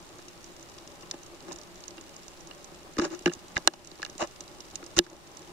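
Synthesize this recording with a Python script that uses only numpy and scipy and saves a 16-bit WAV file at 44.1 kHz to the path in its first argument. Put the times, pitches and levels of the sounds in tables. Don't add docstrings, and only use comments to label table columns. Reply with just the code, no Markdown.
import sys
import numpy as np
from scipy import signal
from scipy.fft import rfft, irfft
from scipy.io import wavfile
from scipy.ndimage import uniform_filter1d, map_coordinates

SR = 44100
rng = np.random.default_rng(int(sys.argv[2]) if len(sys.argv) > 2 else 0)


def wrap_up_sound(samples):
    columns = np.atleast_2d(samples).T
    tamed = np.clip(columns, -1, 1)
    steps = np.round(tamed * 32767).astype(np.int16)
    wavfile.write(sys.argv[1], SR, steps)


def volts_from_db(level):
    exponent = np.asarray(level, float) / 20
    return 10 ** exponent


N = 243431

# (frequency [Hz], relative power density [dB])
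SNAP_DRIVE = [(800, -13), (2000, -2.5), (4000, -0.5), (6000, 0), (9000, -3.5), (16000, 4)]


def unit(x):
    return x / np.sqrt(np.mean(x ** 2) + 1e-20)


def colour(points, hz):
    point_hz, point_db = np.transpose(points)
    gain_db = np.interp(np.log(hz + 1), np.log(point_hz), point_db)
    cepstrum = irfft(np.log(volts_from_db(gain_db)))
    half = len(cepstrum) // 2
    cepstrum[1:half] *= 2
    cepstrum[half + 1:] = 0
    return np.exp(rfft(cepstrum))


def filtered(x, response):
    pulse = np.atleast_2d(irfft(response(np.fft.rfftfreq(16384, 1 / SR))))
    pulse = pulse / np.sqrt(np.sum(pulse ** 2) / len(pulse))
    return signal.oaconvolve(x, pulse, axes=1)[:, :N]


def through_shell(force, drive):
    # (centre [Hz], bandwidth [Hz], relative left gain [dB],
    # relative right gain [dB], signed right weight [factor])
    housing = [(171.7, 23.6, -8, -3.5, 0.81), (257, 72.6, -9.5, -4.5, 0.8), (347.7, 38.1, 4, 3, 0.99),
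               (587.4, 64, -5.5, -4, 0.8), (820, 97, -14, -0.5, 0.42), (1010, 123, -8.5, -22.5, 0.65),
               (1250, 220, -8.5, -3.5, 0.098), (1680, 135, -13.5, -7.5, 0.47),
               (2680, 1030, -8, -8.5, -0.14), (2860, 120, -13, 1, -1), (3600, 400, -9, -7, 1),
               (4030, 300, -7, -8, 1), (4320, 260, -11, -4, -1), (4980, 220, -1, -4, -1),
               (5550, 350, -3, -8, 1), (5800, 200, -5, -8, 1), (6300, 500, -8, -5, -1),
               (6750, 400, -17, -3, 1), (7150, 300, -21, -7, -1), (7550, 880, -15, -33, -1.3),
               (8680, 1700, -29, -10.5, 0.88), (10730, 1100, -21.5, -21, -1.2),
               (12300, 3400, -41, -29, -1.4)]

    def response(hz):
        total = 0
        for k, (centre, width, left_db, right_db, right_weight) in enumerate(housing):
            gains = volts_from_db([[left_db], [right_db]]) * [[1], [right_weight]]
            damping = 1j * hz * width
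            mode = gains * damping / (centre ** 2 - hz ** 2 + damping)
            total = total + (-1) ** k * mode
        return total * colour(drive, hz)
    return filtered(force, response)


def pair(size, alike):
    shared, left, right = rng.standard_normal((3, size))
    alike = np.clip(alike, 0, 1)
    return np.sqrt(alike) * shared + np.sqrt(1 - alike) * np.array([left, right])


def wobble(rate):
    knots = rng.standard_normal(int(N * rate / SR) + 4)
    return map_coordinates(knots, [np.arange(N) * rate / SR])


def add(track, s, sound):
    track[:, round(s * SR):][:, :sound.shape[1]] += sound


def tuned(burst, centre_hz, width, floor):
    hz = np.fft.rfftfreq(4096, 1 / SR)
    band = 1j * hz * width * centre_hz
    resonance = band / (centre_hz ** 2 - hz ** 2 + band)
    shaped = irfft(rfft(burst, 4096) * (floor + resonance))[:, :burst.shape[1]]
    return 9 * shaped / np.linalg.norm(shaped)


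def far_shrimp():
    when, side, size = rng.random((3, 2200))
    size_db = np.minimum(-4.5 * np.log(size), 19)
    at = (when * N).astype(int)
    strikes = [np.bincount(at, volts_from_db(size_db + sign * 4.6 * (side - 0.5)), N) for sign in (1, -1)]
    decay = volts_from_db(-60 * np.arange(800) / SR / 0.01)
    envelope = signal.fftconvolve(strikes, decay[None], axes=1)[:, :N]
    crackle = unit(envelope * pair(N, alike=0.08))
    bed = pair(N, alike=0.35)
    return volts_from_db(-60) * through_shell(crackle, SNAP_DRIVE) + volts_from_db(-68) * through_shell(bed, SNAP_DRIVE)


def water():
    # (time [s], level [dB])
    flow = [(0.0, -54.5), (1.43, -51.5), (2.37, -54.5), (2.89, -51.5), (3.2, -55), (3.29, -50.5),
            (3.53, -51.5), (3.71, -52), (3.97, -55), (4.12, -54.5), (5.21, -51.5), (5.52, -53.5)]
    # (frequency [Hz], relative power density [dB])
    swell = [(25, -39), (100, 4.5), (300, -5), (1000, 0), (2000, -18), (4000, -42.5)]
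    s, db = np.transpose(flow)
    push = unit(volts_from_db(1.8 * wobble(30)) * pair(N, alike=0.94))
    level_db = np.interp(np.arange(N) / SR, s, db)
    return volts_from_db(level_db) * through_shell(push, swell)


def whine():
    tone_hz = 8800 + 8 * wobble(40)
    tone = np.sin(2 * np.pi * np.cumsum(tone_hz) / SR)
    return volts_from_db([[-88], [-76]]) * tone


def near_shrimp():
    # (time [s], relative level [dB], left over right before a common tilt [dB], resonance centre [Hz])
    bursts = [(0.2828, -34, 10, 6040), (0.4423, -35.5, 2, 5700), (0.6268, -41.5, -7, 6740),
              (0.6966, -39.5, 12, 5770), (0.7841, -35.5, 11, 3730), (0.8744, -33.5, 6, 7010),
              (1.0236, -39.5, 10, 5700), (1.1113, -22, 6, 5440), (1.263, -36.5, 0, 5900),
              (1.4042, -38, 6, 4330), (1.5199, -29, 0, 4530), (1.5275, -32, -2, 6700),
              (1.5597, -33.5, 4, 6700), (1.5856, -36, 0, 6260), (1.7564, -39.5, 5, 5900),
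              (1.804, -39, 1, 6730), (1.838, -32.5, 7, 5100), (1.8803, -29.5, 3.5, 5940),
              (1.9067, -38, 0, 4930), (2.0108, -35.5, 5, 6300), (2.164, -34.5, 5, 6300),
              (2.2314, -39, 9, 5300), (2.2805, -33, 1, 6560), (2.4067, -40, -2, 6030),
              (2.4718, -37.5, 5, 6230), (2.644, -35, -1, 6400), (2.9367, -44, 0, 6330),
              (3.1477, -34, 5, 5750), (3.1911, -30.5, 7, 8800), (3.3247, -37, -3, 6210),
              (3.2226, -42, -4, 5810), (3.335, -23.5, 4.5, 7000), (3.35, -43, -4, 5850),
              (3.481, -40, 1, 6600), (3.7384, -33, 6, 2650), (3.8468, -39.5, 0, 5950),
              (3.8723, -31.5, 0, 6000), (4.0978, -33.5, 8, 5700), (4.1797, -30.5, 0, 6540),
              (4.272, -38, -2, 6680), (4.406, -27, 4, 6500), (4.4782, -38, 2, 4670),
              (4.6044, -31, -0.5, 5500), (4.7554, -22, 2.5, 6260), (4.8399, -38, 4, 5650),
              (4.863, -31.5, 3, 6290), (5.0988, -41.5, -4, 5900), (5.37, -33.5, 3, 6680)]
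    faint_db, faint_scatter_db, faint_pan_db = -46, 2.5, 4
    faint_hz, faint_scatter_oct = 5700, 0.2
    when = rng.random(size=30) * N / SR
    size, side, pitch = rng.standard_normal(size=(30, 3)).T
    faint = zip(when, faint_db + faint_scatter_db * size, faint_pan_db * side,
                faint_hz * 2 ** (faint_scatter_oct * pitch))

    track, t = np.zeros((2, N + SR)), np.arange(1024) / SR
    envelope = (1 - np.exp(-t / 0.00016)) * volts_from_db(-60 * t / 0.017)
    for s, db, pan_db, centre_hz in [*bursts, *faint]:
        burst = tuned(pair(len(t), alike=0.27) * envelope, centre_hz, width=0.37, floor=0.41)
        pan = volts_from_db([[pan_db / 2 - 6.0], [-pan_db / 2 - 0.5]])
        add(track, s, volts_from_db(db - 2.5) * pan * burst)
    return through_shell(track[:, :N], SNAP_DRIVE)


def knocks():
    # (time [s], relative crack level [dB], relative clack level [dB],
    # clack resonance centre [Hz], relative thud level [dB])
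    blows = [(0.1895, -48, -53, 1720, -65), (1.0313, -49, -49.5, 970, -47), (1.1109, -24, -43.5, 1810, -48),
             (1.1378, -57, -44.5, 786, -36.5), (1.4821, -43, -50.5, 820, -39),
             (1.5117, -61, -42, 905, -35.5), (1.98, -42, -44, 2920, -44.5), (2.5104, -39, -44.5, 2880, -61),
             (2.9673, -37, -46.5, 1770, -32.5), (2.9825, -29.5, -34, 1150, -20),
             (2.9865, -21, -31.5, 1130, -18.5), (2.9958, -25, -29, 1230, -21), (3.016, -27, -41, 1750, -25),
             (3.0497, -19.5, -35.5, 1610, -34), (3.2072, -47, -60, 778, -41.5),
             (3.2587, -19.5, -20, 2630, -14.5), (3.27, -40, -30, 745, -25), (3.2759, -35, -31, 1600, -22),
             (3.2956, -53, -43.5, 2830, -33), (3.316, -53, -45.5, 1680, -58), (3.5564, -34, -53, 1250, -67),
             (3.562, -34, -35, 3980, -58), (3.5668, -35, -23, 1900, -65), (3.577, -21, -34.5, 835, -36.5),
             (3.6743, 3, -13.5, 1550, -27), (3.7356, -34, -39.5, 743, -74), (3.915, -34.5, -54, 861, -41.5),
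             (3.9948, -61, -48.5, 950, -41), (4.0186, -30, -45, 2380, -69),
             (4.0284, -25.5, -32.5, 1630, -50), (4.0493, -25.5, -39.5, 2830, -70),
             (4.0621, -34, -46, 1780, -62), (4.0911, -56, -61, 1660, -43), (4.1511, -41, -60, 859, -40),
             (4.2172, -49, -28, 790, -27), (4.226, -40, -29, 640, -34), (4.406, -43, -53, 2850, -43),
             (4.8272, -49, -46.5, 1200, -39.5), (4.9889, 0.5, -12.5, 3430, -16.5),
             (5.064, -46, -48, 1600, -46)]
    # (frequency [Hz], relative power density [dB])
    thud_drive = [(40, -17), (200, 1), (450, -2), (700, -13.5), (1500, -32)]
    clack_drive = [(250, -11), (500, -1.5), (1700, 10), (3700, -11), (5000, -10.5), (9000, -29)]
    crack_drive = [(1500, -101), (3500, 5), (6000, 0.5), (8000, -2), (10500, 3), (13000, -4), (16000, -12)]
    grip_pan_db = -4
    pan = volts_from_db([[grip_pan_db / 2], [-grip_pan_db / 2]])
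    thud, clack, crack = np.zeros((3, 2, N + SR))
    t = np.arange(1024) / SR
    for s, crack_db, clack_db, centre_hz, thud_db in blows:
        hardness = volts_from_db(0.5 * crack_db)
        tick = np.exp(-t / 0.00091) * pair(len(t), alike=0.23)
        tick = tuned(tick, 5100, width=0.46, floor=hardness)
        add(crack, s, volts_from_db(crack_db - 10) * pan * tick)
        contact = np.exp(-t / 0.0027) * pair(len(t), alike=0.49)
        contact = tuned(contact, centre_hz, width=0.28, floor=np.minimum(0.1 + 1.6 * hardness, 0.6))
        add(clack, s, volts_from_db(clack_db + 6) * pan * contact)
        push = volts_from_db(thud_db + 22.5) * np.ones((2, 1))
        add(thud, s + 0.0025, push)
    parts = ((thud, thud_drive), (clack, clack_drive), (crack, crack_drive))
    return sum(through_shell(track[:, :N], drive) for track, drive in parts)


def rubbing():
    # (start [s], length [s], relative groan level [dB],
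    # relative hollow level [dB], relative scrape level [dB])
    rubs = [(1.461, .085, -45.5, -52, -57), (3.002, 0.077, -28, -37.5, -40.5),
            (3.099, 0.067, -36.5, -49.5, -48.5), (4.19, 0.065, -41, -31.5, -39),
            (4.9645, .011, -25, -36.5, -34), (4.978, .011, -20.5, -40, -28.5)]
    # (frequency [Hz], relative power density [dB])
    groan = [(100, -8.5), (280, -8), (350, 1), (430, -12.5), (700, -12), (1500, -48)]
    hollow = [(250, -23), (500, 6), (1100, 10.5), (1500, 0), (3000, -58)]
    scrape = [(700, -81), (1400, 11.5), (3000, -8), (4200, -51), (8000, -36)]
    rasp = [(1500, -57), (3500, 1), (6500, 6.5), (8000, -1), (11000, -4), (16000, -14)]
    rise, fall, ends_db = 0.22, 0.43, 11.5
    rasp_db, quick_db = -2.5, 2.5
    tracks = np.zeros((4, 2, N + SR))
    slips = unit(volts_from_db(2 * wobble(300)))
    for s, length, groan_db, hollow_db, scrape_db in rubs:
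        u = np.arange(round(length * SR)) / (length * SR)
        shape_db = -ends_db * np.maximum(np.maximum(1 - u / rise, 1 - (1 - u) / fall), 0)
        force = volts_from_db(shape_db) * slips[round(s * SR):][:len(u)]
        high_db = scrape_db + rasp_db - quick_db * np.log2(10 * length)
        for track, db in zip(tracks, (groan_db, hollow_db, scrape_db, high_db)):
            add(track, s, volts_from_db(db) * force * pair(len(u), alike=0.48))
    parts = zip(tracks, (groan, hollow, scrape, rasp))
    return sum(through_shell(track[:, :N], drive) for track, drive in parts)


def jolts():
    # (time [s], relative level [dB])
    jerks = [(2.847, -64), (2.99, -44), (3.26, -49.5), (3.368, -61), (3.566, -45), (3.672, -52),
             (4.118, -61), (4.222, -54), (4.972, -44), (4.99, -41)]
    track = np.zeros((2, N + SR))
    u = np.arange(3000) / SR / 0.0017
    pulse = u * (2 - u) * np.exp(-u)
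    for s, db in jerks:
        add(track, s, volts_from_db(db + 22.5) * volts_from_db([[-1.5], [1.5]]) * pulse)
    return track[:, :N]


def scene():
    return far_shrimp() + water() + whine() + near_shrimp() + knocks() + rubbing() + jolts()


def gain_control(x):
    power = uniform_filter1d(np.max(x ** 2, 0), 220, origin=100)
    loud_db = 10 * np.log10(abs(power) + 1e-12)
    over_db = 0.65 * np.maximum(loud_db + 14.5, 0)
    recover_db = 14 * np.arange(N) / SR
    duck_db = np.maximum.accumulate(over_db + recover_db) - recover_db
    return x * volts_from_db(-uniform_filter1d(duck_db, 200, origin=99))


def top_cut(x):
    return signal.sosfilt(signal.butter(12, 16460, fs=SR, output="sos"), x)


def record(dry):
    # (frequency [Hz], relative power density [dB])
    hiss = [(25, 3), (100, -0.5), (1000, -8), (3000, -12), (8000, -18), (16000, -29.5)]
    noise = filtered(rng.standard_normal((2, N)), lambda hz: colour(hiss, hz))
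    x = dry + volts_from_db(-52.0) * noise
    low_pass = signal.cheby2(16, 30, 15900, fs=SR, output="sos")
    x = gain_control(signal.sosfiltfilt(low_pass, x))
    mix = x / (1 + abs(x / 1.05) ** 8) ** (1 / 8)
    return top_cut(mix)


dry = scene()
out = record(dry)
wrap_up_sound(out)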